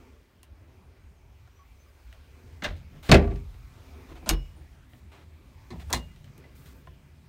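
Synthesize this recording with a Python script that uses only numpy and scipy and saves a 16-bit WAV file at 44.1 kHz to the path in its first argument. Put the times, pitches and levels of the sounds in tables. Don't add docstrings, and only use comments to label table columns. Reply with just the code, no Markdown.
import sys
import numpy as np
from scipy import signal
from scipy.io import wavfile

SR = 44100
rng = np.random.default_rng(int(sys.argv[2]) if len(sys.argv) > 2 else 0)


def unload_wav(signal):
    wavfile.write(
        sys.argv[1],
        SR,
        np.round(np.clip(np.atleast_2d(signal).T, -1, 1) * 32767).astype(np.int16),
    )


def undo_db(level):
    steps = np.asarray(level, float) / 20
    return 10 ** steps


N = 321087
STEP = 64


def add(out, start_s, sound):
    i = round(start_s * SR)
    out[i:i + len(sound)] += sound[:N - i]


def at_hz(points, hz):
    table = np.array(points)
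    return np.interp(np.log(hz), np.log(table[:, 0]), table[:, 1])


EDGES = 26 * 2 ** np.arange(0, 9.4, 1 / 3)
BANK = [signal.butter(2, EDGES[k:k + 2], "band", fs=SR, output="sos") for k in range(len(EDGES) - 1)]
ALL_BANDS = range(len(BANK))
WOOD_BANDS = range(8, len(BANK))


def band(x, k):
    return signal.sosfilt(BANK[k], x)


def band_centre(k):
    return np.sqrt(EDGES[k] * EDGES[k + 1])


def drift(rate_hz):
    r = np.exp(-2 * np.pi * STEP * rate_hz / SR)
    white = rng.standard_normal(N // STEP + 1002)
    slow = signal.lfilter([1], [1, -2 * r, r * r], white)[1000:]
    return slow[:len(range(0, N + STEP, STEP))] / slow.std()


def spread(slow):
    return np.interp(np.arange(N) / STEP, np.arange(len(slow)), slow)


def peaks(x, table):
    for hz, width_hz, gain_db in table:
        a, w = undo_db(gain_db / 2), 2 * np.pi * hz / SR
        q = np.sin(w) * width_hz / hz / 2
        x = signal.lfilter([1 + q * a, -2 * np.cos(w), 1 - q * a], [1 + q / a, -2 * np.cos(w), 1 - q / a], x)
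    return x


def shelve_top(x, depth_db):
    return signal.sosfilt(signal.ellip(6, .5, depth_db, 15750, fs=SR, output="sos"), x)


def modes(t, table, spread_db=0, swell_cycles=0.0444):
    hz, level_db, t60_s = np.transpose(table)[:, :, None]
    level_db = level_db + spread_db * rng.standard_normal(hz.shape)
    decay = undo_db(level_db - 60 * t / np.maximum(t60_s, .01))
    swell = 1 - np.exp(-t * hz / swell_cycles)
    return np.sum(decay * swell * np.sin(2 * np.pi * hz * t), axis=0)


# hz, t60_s
TAIL = [(150, 0.32), (400, 0.62), (1040, 0.31), (2760, 0.25), (7280, 0.13)]


def blows(table, colour, panel, crack_s, tail_db, shrink, swell_cycles):
    out, t, long_t = np.zeros(N), np.arange(SR * 3 // 10) / SR, np.arange(SR * 6 // 10) / SR
    for start_s, crack_db, bright_db, length, thud_db in table:
        rattle_db = 3.1 * np.minimum(rng.exponential(1, len(t) // 32 + 1), 2.8) + 2.0
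        clatter = undo_db(rattle_db).repeat(32)[:len(t)]
        white, sound = rng.standard_normal((2, len(t))), 0
        white[:, 0] = 10.0
        length = np.clip(length, .05, 3)
        for k in WOOD_BANDS:
            hz = band_centre(k)
            tail = clatter * undo_db(tail_db - 60 * t / (shrink * length * at_hz(TAIL, hz)))
            crack = np.exp(-t / (crack_s * length * (2000 / hz) ** 0.8))
            shape = (crack + tail) * (1 - t / t[-1])
            gain = undo_db(at_hz(colour, hz) + bright_db * np.log2(hz / 2000))
            sound = sound + gain * band(white[k % 2] * shape + 1e-18, k)
        add(out, start_s, undo_db(crack_db) * sound / np.abs(sound).max())
        add(out, start_s, undo_db(thud_db) * modes(long_t, panel, spread_db=3.0, swell_cycles=swell_cycles))
    return out


def knocks(table, frame):
    out, t = np.zeros(N), np.arange(SR // 4) / SR
    for start_s, level_db, bright_db in table:
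        struck = [(hz, db + bright_db * np.log2(hz / 2000), t60_s) for hz, db, t60_s in frame]
        add(out, start_s, undo_db(level_db) * modes(t, struck, spread_db=3.5, swell_cycles=0.34))
    return out


def spring(release_s, table):
    out = np.zeros(N)
    add(out, release_s + .016, modes(np.arange(SR // 2) / SR, table))
    return out


def slips(strokes, colour, rough_db, fade_s):
    out, t = np.zeros(N), np.arange(SR // 6) / SR
    for start_s, length_s, level_db, change_db, bright_db in strokes:
        white, sizes = rng.standard_normal((2, len(t))), rng.exponential(1, len(t))
        grains = white * undo_db(rough_db * sizes)
        plain, tilted = 0, 0
        for k in WOOD_BANDS:
            part = undo_db(at_hz(colour, EDGES[k] * 1.12)) * band(grains[k % 2], k)
            plain = plain + part
            tilted = tilted + undo_db(bright_db * np.log2(EDGES[k] / 4000)) * part
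        fade = np.clip(np.minimum(t, length_s - t) / fade_s, 0, 1)
        stroke = undo_db(level_db + change_db * np.minimum(t / length_s, 1)) * fade
        add(out, start_s, stroke * tilted / np.std(plain))
    return out


# time_s, over_rest_db
MOTION = [(0, 4.5), (.4, -0.5), (1.2, 1.3), (2.1, 6), (3.0, 5), (4.0, 9), (4.45, 8), (4.8, 3.5), (5.4, 3),
          (5.9, 10.5), (6.4, 3.5), (7.28, 4)]
# time_s, share_0_to_1
TURN = [(0, 0.01), (.8, 0.49), (2.1, 0), (2.8, 1), (3.6, .55), (5.3, 0.77), (7.28, 0.95)]
# loudest_s, half_length_s,
# over_background_db
PASSES = [(0.01, 0.13, 9.5), (0.768, 0.17, 6.5), (2.491, 0.16, 7), (2.966, 0.033, 10), (4.045, .2, 11),
          (5.299, 0.24, 4), (6.403, 0.083, 8.5), (6.707, .12, 7.5)]
# start_s, over_background_db
SHUDDERS = [
    (2.65, 11.5),
    (3.12, 31),
    (4.27, 9.5),
    (5.72, 13),
    (5.92, 6),
]
# (shares, or levels in dB)
MOTION_SHARE = [0.33, 0.15, 0.067, 1]
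TURN_DB = [0.1, 18, 0.089, 0.1]
PASS_SHARE = [0.095, 0.096, 0.86, 0.14]
SHUDDER_DB = [4, -8.5, -21.5, -25.5]
REST_DB = [-5.5, -15.5, -7, -4]


def swells():
    rise_s, fall_s = .07, 0.059
    t = np.arange(0, N + STEP, STEP) / SR
    motion_db, turn = np.interp(t, *np.transpose(MOTION)), np.interp(t, *np.transpose(TURN))
    pass_db = sum(db * np.exp(-.5 * ((t - s) / half_s) ** 2) for s, half_s, db in PASSES)
    shudder = 0
    for start_s, db in SHUDDERS:
        since = np.maximum(t - start_s, 0)
        shudder = shudder + undo_db(db) * (1 - np.exp(-since / rise_s)) ** 2 * np.exp(-since / fall_s / 2)
    ranges_db = []
    for rest, m, u, p, b in zip(REST_DB, MOTION_SHARE, TURN_DB, PASS_SHARE, SHUDDER_DB):
        steady = undo_db(rest + m * motion_db + u * turn + p * pass_db)
        ranges_db.append(20 * np.log10(steady + undo_db(b) * shudder))
    return pass_db, ranges_db


# hz, level_db
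AIR_COLOUR = [(15, -52), (25, -23.5), (38, -4), (76, 5), (108, -5.5), (134, -11.5), (285, -17.5),
              (354, -21.5), (560, -24), (1100, -31), (1330, -28.5), (6050, -43), (11000, -50.5),
              (14000, -44.5), (16000, -52.5)]
# hz, width_hz, gain_db
AIR_PEAKS = [(140, 14, 5.5), (273, 9.1, 5.5), (338, 25, 3), (397, 6.7, 4.5), (715, 44, 1.5), (896, 55, 6),
             (1120, 180, 3.5), (2030, 21, 6), (2350, 370, 5)]
# hz, width_hz, level_db
BOOM = [(260, 18, -78.5), (374.7, 41, -78)]


def outdoor_air(patchy_db):
    pass_db, ranges_db = swells()
    white, out = rng.standard_normal((3, N + SR // 4)), 0
    for k in ALL_BANDS:
        hz = band_centre(k)
        shares = [np.interp(np.log(hz), np.log([75, 150, 330, 5000]), row) for row in np.eye(4)]
        gain_db = at_hz(AIR_COLOUR, hz) + sum(a * b for a, b in zip(shares, ranges_db) if a)
        flicker_db = patchy_db * (300 / max(hz, 300)) ** .3 * drift(5)
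        out = out + spread(undo_db(gain_db + flicker_db)) * band(white[k % 2], k)[SR // 4:]
    out = undo_db(-25.5) * peaks(out, AIR_PEAKS)
    for hz, width_hz, level_db in BOOM:
        ring = signal.lfilter(*signal.iirpeak(hz, hz / width_hz, fs=SR), white[2])[SR // 4:]
        out = out + spread(undo_db(level_db + 1.87 * pass_db + 0.82 * drift(1.1))) * ring / ring.std()
    return shelve_top(out, 34)


# start_s, length_s, start_hz, end_hz, level_db
SQUEAKS = [(0.928, 0.26, 8500, 8500, -83), (0.996, .15, 6530, 6900, -83), (1.155, .05, 6440, 6400, -78),
           (1.504, 0.14, 5700, 5970, -74.5), (1.736, 0.15, 5870, 6250, -75), (1.855, .07, 5080, 4870, -75),
           (1.932, 0.034, 5900, 5950, -80), (1.581, 0.065, 1120, 1095, -61)]


def far_squeaks():
    out, waver = np.zeros(N), spread(drift(30))
    for start_s, length_s, start_hz, end_hz, level_db in SQUEAKS:
        t = np.arange(0, length_s, 1 / SR)
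        wobble = waver[round(start_s * SR):][:len(t)]
        hz = np.interp(t, [0, length_s], [start_hz, end_hz]) * (1 + 0.0086 * wobble)
        level = undo_db(level_db + 3.6 * wobble) * np.sin(np.pi * t / length_s)
        add(out, start_s, level * np.sin(2 * np.pi * np.cumsum(hz) / SR))
    return out


# start_s, pitch_hz, level_db, t60_s
LATE_RINGS = [(4.56, 9540, -69, 0.32), (5.879, 9910, -62, 0.15), (6.1, 2030, -57, 0.16),
              (6.437, 2010, -43, 0.066)]


def late_rings():
    out, t = np.zeros(N), np.arange(SR // 2) / SR
    for start_s, *mode in LATE_RINGS:
        add(out, start_s, modes(t, [mode], swell_cycles=20.3))
    return out


# start_s, length_s, start_level_db, change_db, bright_db_per_octave
RUBS = [(3.026, 0.071, -48.5, 3.5, 1), (4.088, .045, -59, -1, -3), (4.155, 0.033, -59, 1, -2.5),
        (4.56, 0.11, -72.5, -8.5, -6), (4.89, .11, -68.5, 0.5, 5.5), (5.872, 0.032, -72, 11, -3),
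        (5.900, 0.0097, -44, 3.5, 4.5), (5.115, 0.13, -56.5, -8, -2), (5.795, .039, -51, -3, -0.5),
        (6.55, .11, -62, -2.5, 7.5), (6.655, 0.082, -53.5, -9.5, 4), (6.74, 0.085, -73, -3, 11)]
# hz, level_db
RUB_COLOUR = [(180, -32.5), (300, 3), (478, -7), (624, 0), (1120, -3.5), (3830, -7), (4440, -13.5),
              (7950, -18), (10400, -22.5), (14200, -22.5), (16000, -23.5)]


def hand_rubs():
    return shelve_top(slips(RUBS, RUB_COLOUR, rough_db=1.4, fade_s=0.0029), 34)


CRACK_S = dict(grip=.005, slam=.004, right=.0016, left=.003, tick=.002)
# start_s, crack_db, bright_db_per_octave, tail_length_factor, thud_db
TICKS = [(.4309, -39, 3.5, 0.82, -59.5), (1.475, -56, 0, 1.2, -59.5), (4.2265, -67, -10, 1.1, -54),
         (2.1268, -40.5, -0.5, 0.96, -80), (4.088, -59.5, -17, 1.5, -69), (4.118, -61, 1.5, 2.3, -53),
         (4.155, -52.5, 2, 1.52, -49), (4.9338, -45.5, -5.5, 0.96, -61.5), (6.1614, -49, -2, 0.78, -68.5),
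         (6.2434, -48.5, -1, 1.1, -73), (6.2773, -51.5, -3, 1.2, -69), (6.379, -44, 7.5, 0.72, -71),
         (6.44, -49.5, -5.5, 2.4, -66), (6.8717, -46, -6, 1.8, -45.5)]
# hz, level_db
TICK_COLOUR = [(350, -35.5), (600, -5.5), (1010, -25), (1880, -3), (2310, -10), (2990, -3.5), (3700, -10),
               (4910, -14), (11200, -18), (16000, -28.5)]
# hz, level_db, t60_s
HAND = [(147.4, -3.5, 0.198), (379, -11, 0.15), (554, -5.5, 0.083), (735, 1.5, 0.042), (1030, -2, 0.07),
        (1410, 3, 0.028), (1660, -7, 0.053)]


def finger_ticks():
    taps = blows(TICKS, TICK_COLOUR, HAND, CRACK_S["tick"], tail_db=-15.5, shrink=1.0, swell_cycles=0.84)
    return shelve_top(taps, 7.0)


# start_s, crack_db, bright_db_per_octave, tail_length_factor, thud_db
GRIP = [(2.622, -26, -2, 0.76, -57), (2.636, -32, 10, 1.2, -55), (2.642, -22, 4.5, 0.72, -43),
        (2.647, -22, -1.6, 0.88, -44), (2.66, -36, 5.5, 2.56, -37.5), (2.689, -49, -22, 1.14, -27.5),
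        (2.71, -55, -6, 1.2, -30), (2.765, -51, 11, 2.7, -51)]
# hz, level_db
GRIP_COLOUR = [(88, -33), (150, -3), (475, -11), (601, -3.5), (1120, -8), (1600, -0.5), (1790, -7),
               (1940, 2), (2140, -5.5), (3770, -7.5), (4760, -18), (5680, -18), (10800, -39.5),
               (16000, -45.5)]
# hz, level_db, t60_s
GRIP_PANEL = [(86, -0.7, 0.29), (45, -3.5, 0.25), (139, -7, 0.082), (316, -18.5, 0.22), (600, -16, 0.12)]
# start_s, level_db, bright_db_per_octave
GRIP_KNOCKS = [(2.6225, -40, 0.5), (2.636, -50, 2), (2.6445, -36.5, -2), (2.648, -31, 0), (2.653, -41, 4)]
# hz, level_db, t60_s
GRIP_FRAME = [(599, -3, 0.11), (1190, -9, 0.046), (1604, 5, 0.047), (1710, 0.5, 0.051), (2030, -3, 0.056),
              (2821, -5, .04), (3630, -6, .04), (5000, -11, .02), (5670, -10, .05), (6150, -14, 0.037)]


def handle_grip():
    hits = blows(GRIP, GRIP_COLOUR, GRIP_PANEL, CRACK_S["grip"], tail_db=-0.5, shrink=0.78, swell_cycles=0.18)
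    return shelve_top(hits, 7.0) + knocks(GRIP_KNOCKS, GRIP_FRAME)


# start_s, length_s, start_level_db, change_db, bright_db_per_octave
DRAGS = [
    (4.259, 0.039, -41, 4, -1.5),
    (5.897, 0.03188, -47, 4.33, -2.5),
]
# hz, level_db
DRAG_COLOUR = [(88, -29), (150, 3.5), (391, -13), (637, -1), (1450, -8.5), (1830, -18.5), (2500, -16),
               (4410, -20), (4860, -20.5), (9440, -24.5), (10800, -43), (16000, -39)]


def catch_drags():
    return shelve_top(slips(DRAGS, DRAG_COLOUR, rough_db=0.6, fade_s=0.002), 34)


# start_s, crack_db, bright_db_per_octave, tail_length_factor, thud_db
LEFT_CATCH = [
    (5.704, -40, -0.5, 2.24, -37.5),
    (5.712, -42, -3, 2.6, -39.5),
    (5.729, -37, -10.5, 1.55, -43),
    (5.928, -10.5, 7.5, 0.89, -29),
    (5.934, -14, -0.8, 1, -54),
    (5.944, -25, 6, 2.23, -31.5),
    (5.961, -37.5, -6, 1.1, -33.5),
]
# hz, level_db
LEFT_COLOUR = [(88, -31), (150, -6.5), (426, -10), (1010, 2), (1500, -13), (1790, 0), (2460, -13),
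               (3870, -5.5), (4800, -9.5), (7260, -10), (13900, -30), (16600, -32.5)]
# hz, level_db, t60_s
LEFT_DOOR = [(58.6, -3.5, 0.27), (106, 4, 0.12), (164, -3, 0.74), (242.6, -5.5, 0.23), (349, -1, 0.098),
             (720, -22.5, .13), (1075, -13.5, 0.096)]
# hz, level_db, t60_s
LEFT_SPRING = [(2840, -44, .4), (2851.5, -51, .4), (4118, -46, .2), (5066, -66, .3)]
# start_s, level_db, bright_db_per_octave
LEFT_KNOCKS = [(5.705, -52.5, 0), (5.709, -48.5, -0.4), (5.721, -54, -1.2), (5.9285, -29.5, 2.6),
               (5.934, -36.5, -1), (5.944, -32.5, -1.2), (5.961, -43.5, -1.5)]
# hz, level_db, t60_s
LEFT_FRAME = [(419, -3, 0.05), (748, -6.5, 0.075), (978, -7, 0.068), (1820, -7.5, .06), (2067, -1.5, .06),
              (2266, -4.5, .06), (2480, -8, .04), (3350, -9, .06), (3960, -3.5, .05), (4124, 1, 0.057),
              (4608, -7.5, .05)]


def left_door():
    hits = blows(LEFT_CATCH, LEFT_COLOUR, LEFT_DOOR, CRACK_S["left"], tail_db=-1, shrink=0.5, swell_cycles=1.0)
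    return shelve_top(hits, 7.0) + spring(LEFT_CATCH[3][0], LEFT_SPRING) + knocks(LEFT_KNOCKS, LEFT_FRAME)


# start_s, crack_db, bright_db_per_octave, tail_length_factor, thud_db
RIGHT_CATCH = [
    (4.228, -44, -11.5, 2.1, -42),
    (4.291, -9.5, 4, 0.78, -29.5),
    (4.296, -14, 1.9, 1.43, -37.5),
    (4.308, -25, -4, 0.88, -23),
    (4.334, -33.5, -3, 0.96, -35.5),
    (4.115, -68, -12.5, 1.3, -40.5),
]
# hz, level_db
RIGHT_COLOUR = [(88, -29), (150, 0.5), (632, -6), (1440, -5.5), (1940, -9.5), (2880, -10), (3170, -8),
                (6080, -14), (6710, -10.5), (10600, -18), (13400, -17), (16600, -49)]
# hz, level_db, t60_s
RIGHT_DOOR = [(42.9, 5.5, 0.348), (67.2, 0, 0.26), (139.7, -2.5, 0.44), (326.5, -5.5, 0.2),
              (453, -12, 0.17)]
# hz, level_db, t60_s
RIGHT_SPRING = [(2889, -45, .46), (2924, -48, .44), (5050, -58, .37), (5324, -54, .45), (5345, -62, .4)]
# start_s, level_db, bright_db_per_octave
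RIGHT_KNOCKS = [(4.227, -70, -3.5), (4.261, -55, -1), (4.266, -56, -3), (4.272, -52, -7),
                (4.2915, -32.5, 2.5), (4.2965, -32.5, 1), (4.305, -36, -1.5), (4.312, -40, -1),
                (4.322, -42.5, -5)]
# hz, level_db, t60_s
RIGHT_FRAME = [(473, -11, 0.056), (760, -2, 0.033), (1150, -6, .04), (1444, -3, .04), (2275, -3.5, .06),
               (2605, -2.5, 0.036), (2840, -3.5, 0.084), (3693, -2.5, .06), (4300, -2.5, 0.064),
               (4770, -8.5, .06), (5490, -7, .07), (6530, -5, 0.062)]


def right_door():
    hits = blows(RIGHT_CATCH, RIGHT_COLOUR, RIGHT_DOOR, CRACK_S["right"],
                 tail_db=-11.5, shrink=0.53, swell_cycles=0.36)
    return shelve_top(hits, 7.0) + spring(RIGHT_CATCH[2][0], RIGHT_SPRING) + knocks(RIGHT_KNOCKS, RIGHT_FRAME)


# start_s, crack_db, bright_db_per_octave, tail_length_factor, thud_db
SLAM = [(3.091, -21, 0.5, 1.3, -33), (3.095, -20, 4, 0.56, -11), (3.1156, -4.5, 3, 0.58, -26.5),
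        (3.1195, -1, 1.1, 0.62, -13), (3.143, -10, 2, 0.57, -30), (3.147, -15.5, 2.5, 1.17, -16.5),
        (3.2245, -36, -1.5, 0.51, -27.5), (3.243, -25.5, -3.5, 0.49, -46), (3.276, -34, -2, 0.41, -30.5),
        (3.262, -39.5, -2, 1.4, -46), (3.302, -34.5, -3.5, 0.42, -41), (3.318, -31.5, -3.5, 0.63, -45),
        (3.357, -46.5, 5.5, 1.05, -43.5), (3.542, -50, 3.5, 0.46, -73)]
# hz, level_db
SLAM_COLOUR = [(88, -31), (150, -1), (422, -3.5), (555, -10), (675, -4), (1000, -21.5), (1690, -12),
               (3550, -22.5), (4240, -24), (13700, -50.5), (16000, -57.5)]
# hz, level_db, t60_s
WARDROBE = [(48.3, -5.5, 0.94), (73.8, 2.5, 0.36), (107, -5, 0.23), (127.4, 0, 0.27), (147.4, -4.5, 0.31),
            (187.8, -4.5, 0.39), (237.7, -13, 0.39), (316.7, -9, 0.19), (398.6, -8, .26), (448, -17, 0.21),
            (534, -10, 0.098), (662, -11, 0.12), (697, -11.5, 0.14), (1010, -24, 0.035), (1158, -15.5, .2)]
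# start_s, level_db, bright_db_per_octave
SLAM_KNOCKS = [(3.0913, -28, -2.5), (3.1154, -10, 1.5), (3.1200, -23.5, 1.5), (3.1430, -14.5, 0.5),
               (3.224, -40.5, -5), (3.2415, -48, -9), (3.3023, -54.5, -7), (3.3093, -50, -3)]
# hz, level_db, t60_s
SLAM_FRAME = [(399.5, -2.5, .2), (477, -10, .1), (690, -3, .14), (1152, -7, 0.15), (1377, -10, .1),
              (7000, -9.5, .01), (1675, -7, .1), (2063, -8.5, .08), (2277, -7.5, 0.097), (2570, -7.5, .08),
              (3130, -14.5, 0.054), (3770, -10.5, 0.044), (4400, -5, 0.026), (4820, -11.5, 0.018)]


def wardrobe_slam():
    hits = blows(SLAM, SLAM_COLOUR, WARDROBE, CRACK_S["slam"], tail_db=-5.5, shrink=0.99, swell_cycles=0.54)
    return shelve_top(hits, 7.0) + knocks(SLAM_KNOCKS, SLAM_FRAME)


def scene():
    background = outdoor_air(patchy_db=3.5) + far_squeaks() + late_rings()
    hand = hand_rubs() + finger_ticks() + handle_grip()
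    low_doors = catch_drags() + left_door() + right_door()
    return (background + hand + low_doors + wardrobe_slam())[None]


# hz, width_hz, gain_db
MIC = [(9320, 520, 4.5), (10730, 2000, -3), (13950, 2500, 4)]


def microphone(x):
    return peaks(x, MIC)


def band_limit(x):
    return signal.sosfilt(signal.butter(12, 16980, fs=SR, output="sos"), x)


def record(dry):
    x = microphone(dry)
    x = x / (1 + np.abs(x / .97) ** 4) ** .25
    x = signal.sosfilt(signal.ellip(8, .5, 60, 16750, fs=SR, output="sos"), x)
    return band_limit(x)


dry = scene()
out = record(dry)
unload_wav(out)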